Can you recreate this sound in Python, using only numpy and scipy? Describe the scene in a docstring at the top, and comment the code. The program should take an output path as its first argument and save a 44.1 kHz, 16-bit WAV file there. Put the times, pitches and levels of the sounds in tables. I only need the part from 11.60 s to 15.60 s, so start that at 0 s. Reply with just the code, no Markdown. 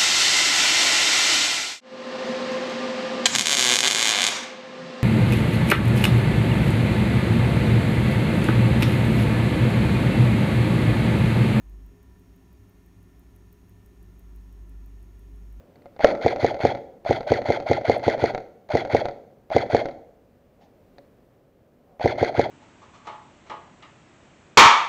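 """A bare mechanical watch movement in its holder, six beats a second, close up in a quiet room.
Each beat is a faint unlocking click, the escape wheel's drop onto a pallet and a tiny rattle.
Every contact rings the escapement and plate; the two pallets differ in colour.
Behind it a fan-like machine drones and whines faintly, and a low rumble swells over room air and hiss."""
import sys
import numpy as np
from scipy import signal
from scipy.fft import rfft, irfft
from scipy.io import wavfile

SR = 44100
rng = np.random.default_rng(int(sys.argv[2]) if len(sys.argv) > 2 else 0)


def inscribe(sig):
    """Save sig as 16-bit PCM at rate SR to the path in sys.argv[1].

    A 1-D sig is mono; a 2-D sig holds one channel per row.
    Samples are clipped to [-1, 1] before scaling.
    """
    pcm = np.round(np.clip(np.atleast_2d(sig).T, -1, 1) * 32767)
    wavfile.write(sys.argv[1], SR, pcm.astype(np.int16))


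N = 176400


def from_db(db):
    """Decibels to gain."""
    return 10 ** (np.asarray(db) / 20)


def rms_one(x):
    """Scale to unit rms."""
    return x / np.sqrt(np.mean(x ** 2) + 1e-20)


def in_time(rows):
    """A control curve at every sample."""
    time_s, value = np.transpose(rows)
    return np.interp(np.arange(N) / SR, time_s, value)


def drift(rate_hz):
    """Slow random wander, unit rms."""
    pole = np.exp(-200 * np.pi * rate_hz / SR)
    noise = rng.standard_normal(N // 100 + 2002)
    slow = signal.lfilter([1], [1, -2 * pole, pole * pole], noise)[2000:]
    return np.interp(np.arange(N) / 100, np.arange(len(slow)), rms_one(slow))


def ring(clicks, hz, t60_s):
    """A unit click sets a sine of height 1 ringing."""
    radius = np.exp(-np.log(1000) / (t60_s * SR))
    angle = 2 * np.pi * hz / SR
    return signal.lfilter([0, np.sin(angle)], [1, -2 * radius * np.cos(angle), radius ** 2], clicks + 1e-18)


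def tone(hz, db, waver_db, waver_hz):
    """A sine that wavers in level and pitch."""
    phase = 2 * np.pi * (np.cumsum(hz + waver_hz * drift(2.67)) / SR + rng.random())
    return from_db(db) * rms_one(np.sin(phase) * from_db(waver_db * drift(3.2)))


# Room air and hiss, cut off steeply above 15.5 kHz: frequency_hz, density_db_per_hz
AIR_SPECTRUM = [(20, -108), (35, -85), (70, -84), (140, -87), (220, -87.5), (400, -95), (470, -103),
                (750, -103), (1150, -105), (1600, -109.5), (2300, -108), (3200, -111.5), (4400, -115),
                (4900, -120), (5600, -116), (6500, -116), (7600, -119), (8600, -116.5), (9700, -116),
                (10400, -119.5), (11000, -116), (15500, -116), (16000, -135)]
# Machine resonances: centre_hz, width_hz, rms_db
DRONE_BANDS = [(41.8, 3.2, -80), (62.8, 4.7, -57.5), (86, 9.6, -67), (112.8, 8.3, -74), (189.2, 11, -69),
               (231, 10, -82), (264.6, 21, -66), (273.2, 23, -74), (345, 17, -72.5), (363, 13, -71),
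               (390, 6.2, -73.5), (411.9, 7.6, -69), (684, 210, -77.5), (1050, 270, -82.5),
               (1371, 116, -82), (1827, 240, -82.5), (5560, 570, -86.5), (6480, 530, -86)]


def room_noise():
    """Air and hiss, plus resonances stirred by the machine's noise."""
    bin_hz = np.maximum(np.arange(N // 2 + 1) * SR / N, 1)
    air_hz, air_db = np.transpose(AIR_SPECTRUM)
    density = from_db(np.interp(np.log(bin_hz), np.log(air_hz), air_db)) ** 2
    for centre_hz, width_hz, rms_db in DRONE_BANDS:
        peak_density = from_db(rms_db) ** 2 * 2 * np.sqrt(2) / (np.pi * width_hz)
        density += peak_density / (1 + (2 * (bin_hz - centre_hz) / width_hz) ** 4)
    return irfft(rfft(rng.standard_normal(N)) * np.sqrt(density * SR / 2), N)


# Rumble level: time_s, level_db
RUMBLE_LEVEL = [(0.0, -51.5), (0.13, -43.5), (0.28, -45.5), (0.38, -64), (0.42, -63), (0.66, -55),
                (0.71, -48.5), (0.86, -68), (1.01, -56), (1.11, -63), (1.17, -58), (1.44, -61),
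                (1.49, -55.5), (1.94, -54.5), (1.98, -62.5), (2.81, -44), (3.97, -44), (4.0, -42.5)]
# Rumble pitch: time_s, pitch_hz
RUMBLE_PITCH = [(0, 49.9), (.3, 49.72), (.6, 52.2), (1.9, 53), (2.7, 51.5), (3.2, 50.63), (4, 51.34)]


def rumble(gain_db=0.5):
    """A deep tone that fades early and swells again."""
    return tone(in_time(RUMBLE_PITCH), in_time(RUMBLE_LEVEL) + gain_db, waver_db=-2, waver_hz=0.22)


# Steady hum: pitch_hz, rms_db
HUM_TONES = [(29, -70), (174, -63.5), (200, -74.5), (300, -76)]
# Mains hum: time_s, level_db
MAINS_LEVEL = [(0.0, -72), (0.21, -62), (0.93, -66.5), (1.02, -55), (1.29, -77), (1.37, -53), (1.63, -73),
               (1.73, -58), (1.87, -58), (2.02, -75), (2.06, -60), (2.18, -55), (2.33, -68.5), (2.49, -59),
               (2.75, -66), (2.84, -61), (3.73, -62), (4.0, -65)]
# Whine: pitch_hz, level_db
WHINE_TONES = [(532.9, -84.5), (683.7, -86), (974.4, -79), (1071, -87), (1378, -92.5), (1750, -84.5),
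               (1798, -80.5), (2116, -88), (2482, -88.5), (2762, -90.5), (3844, -99), (3989, -99),
               (4716, -93), (5399, -92), (5545, -90.5), (5642, -104.5), (6519, -104.5), (6568, -89),
               (6616, -94), (6665, -86.5), (6761, -100), (6907, -100), (6955, -102), (8269, -101)]


def machine_tones(mains_hz=99.05, mains_gain_db=2.5, whine_gain_db=-1):
    """Low hum and thin whine of a machine in the room."""
    hum = sum(tone(hz, db, waver_db=2, waver_hz=0.67) for hz, db in HUM_TONES)
    mains = tone(mains_hz, in_time(MAINS_LEVEL) + mains_gain_db, waver_db=1.05, waver_hz=0.66)
    whine = sum(tone(hz, db + whine_gain_db, waver_db=2, waver_hz=1.2) for hz, db in WHINE_TONES)
    return hum + mains + whine


def bench_echo(source, gain_db=-16, t60_s=0.1):
    """Short diffuse tail from the bench and walls."""
    time_s = np.arange(SR // 4) / SR
    tail = rng.standard_normal(len(time_s)) * np.exp(-np.log(1000) * time_s / t60_s)
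    return from_db(gain_db) * signal.fftconvolve(source, tail / np.linalg.norm(tail))[:N]


def contacts(beats, rebounds=6, rattle_s=0.004, rattle_db=-11, fall_db_per_s=2000):
    """Contact times and levels relative to the drop, one row per beat: three blows, then a rattle."""
    rebound_s = rattle_s * (np.arange(rebounds) + rng.uniform(0.38, 1, (beats, rebounds))) / rebounds
    rebound_db = rattle_db - fall_db_per_s * rebound_s
    # unlocking, impulse, drop
    blow_s = -np.array([0.0088, 0.001, 0]) * rng.normal(1, 0.018, (beats, 3))
    blow_db = np.tile([-13, -14, 0], (beats, 1))
    return np.hstack([blow_s, rebound_s]), np.hstack([blow_db, rebound_db])


def contact_cracks(at_sample, level_db, gain_db=3.5, decay_s=0.00035, highpass_hz=8000):
    """A brief burst of bright noise at each contact."""
    blows = np.zeros(N)
    blows[at_sample] = from_db(level_db + gain_db)
    envelope = signal.lfilter([1], [1, -np.exp(-1 / (decay_s * SR))], blows + 1e-18)
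    highpass = signal.butter(2, highpass_hz, "high", fs=SR, output="sos")
    return signal.sosfilt(highpass, envelope * rng.standard_normal(N))


# Beats, on alternate pallets: drop_s, high_ring_db, click_db
BEATS = [(0.0967, -65.0, -69.8), (0.2636, -61.3, -71.8), (0.4298, -64.7, -68.1), (0.5957, -62.9, -70.5),
         (0.7629, -64.9, -69.1), (0.9288, -59.5, -74.6), (1.0961, -62.3, -69.6), (1.2621, -60.5, -68.8),
         (1.4291, -68.4, -66.9), (1.5951, -62.9, -68.4), (1.7621, -61.3, -62.2), (1.9281, -55.0, -66.9),
         (2.0952, -62.5, -65.3), (2.2613, -59.4, -63.5), (2.4285, -64.0, -62.5), (2.5943, -55.0, -64.8),
         (2.7613, -60.4, -63.1), (2.927, -65.1, -66.2), (3.0944, -65.6, -64.0), (3.2608, -59.6, -68.4),
         (3.4277, -70.9, -63.3), (3.5933, -66.8, -67.5), (3.7606, -70.0, -67.3), (3.9264, -63.7, -69.3)]
# Escapement and plate modes: pitch_hz, tick_db, tock_db
WATCH_MODES = [(5500, -10, -9), (8340, -3, 1), (9400, -0.5, -1), (10000, 1, 0), (11100, 5, 6),
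               (11900, -3, 4), (13300, -9, -9), (14100, 8, 7), (15100, -2, 3), (15600, -10, -8)]


def escapement(mode_gain_db=3, scatter_db=2, t60_s=0.0034, high_ring_above_hz=12500):
    """Each contact cracks and rings the same modes; the pallet struck sets their balance."""
    drop_s, high_ring_db, click_db = np.transpose(BEATS)
    offset_s, contact_db = contacts(len(BEATS))
    at_sample = np.clip(((drop_s[:, None] + offset_s) * SR).astype(int), 0, N - 1)
    watch = contact_cracks(at_sample, click_db[:, None] + contact_db)
    is_tock = np.arange(len(BEATS)) % 2
    for mode, (pitch_hz, tick_db, tock_db) in enumerate(WATCH_MODES):
        band_db = high_ring_db if pitch_hz > high_ring_above_hz else click_db
        beat_db = mode_gain_db + band_db + np.where(is_tock, tock_db, tick_db)
        strike_db = beat_db[:, None] + contact_db + scatter_db * rng.standard_normal(at_sample.shape)
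        strikes = np.zeros(N)
        strikes[at_sample] = from_db(strike_db)
        watch += (-1) ** mode * ring(strikes, pitch_hz, t60_s)
    return watch


def scene():
    """The watch in front of the room's noise."""
    watch = escapement()
    return (watch + bench_echo(watch) + room_noise() + machine_tones() + rumble())[None]


def record(dry):
    """Steep low-pass."""
    cutoff_hz = 16100
    return signal.sosfilt(signal.ellip(12, 0.1, 70, cutoff_hz, fs=SR, output="sos"), dry)


dry = scene()
out = record(dry)
inscribe(out)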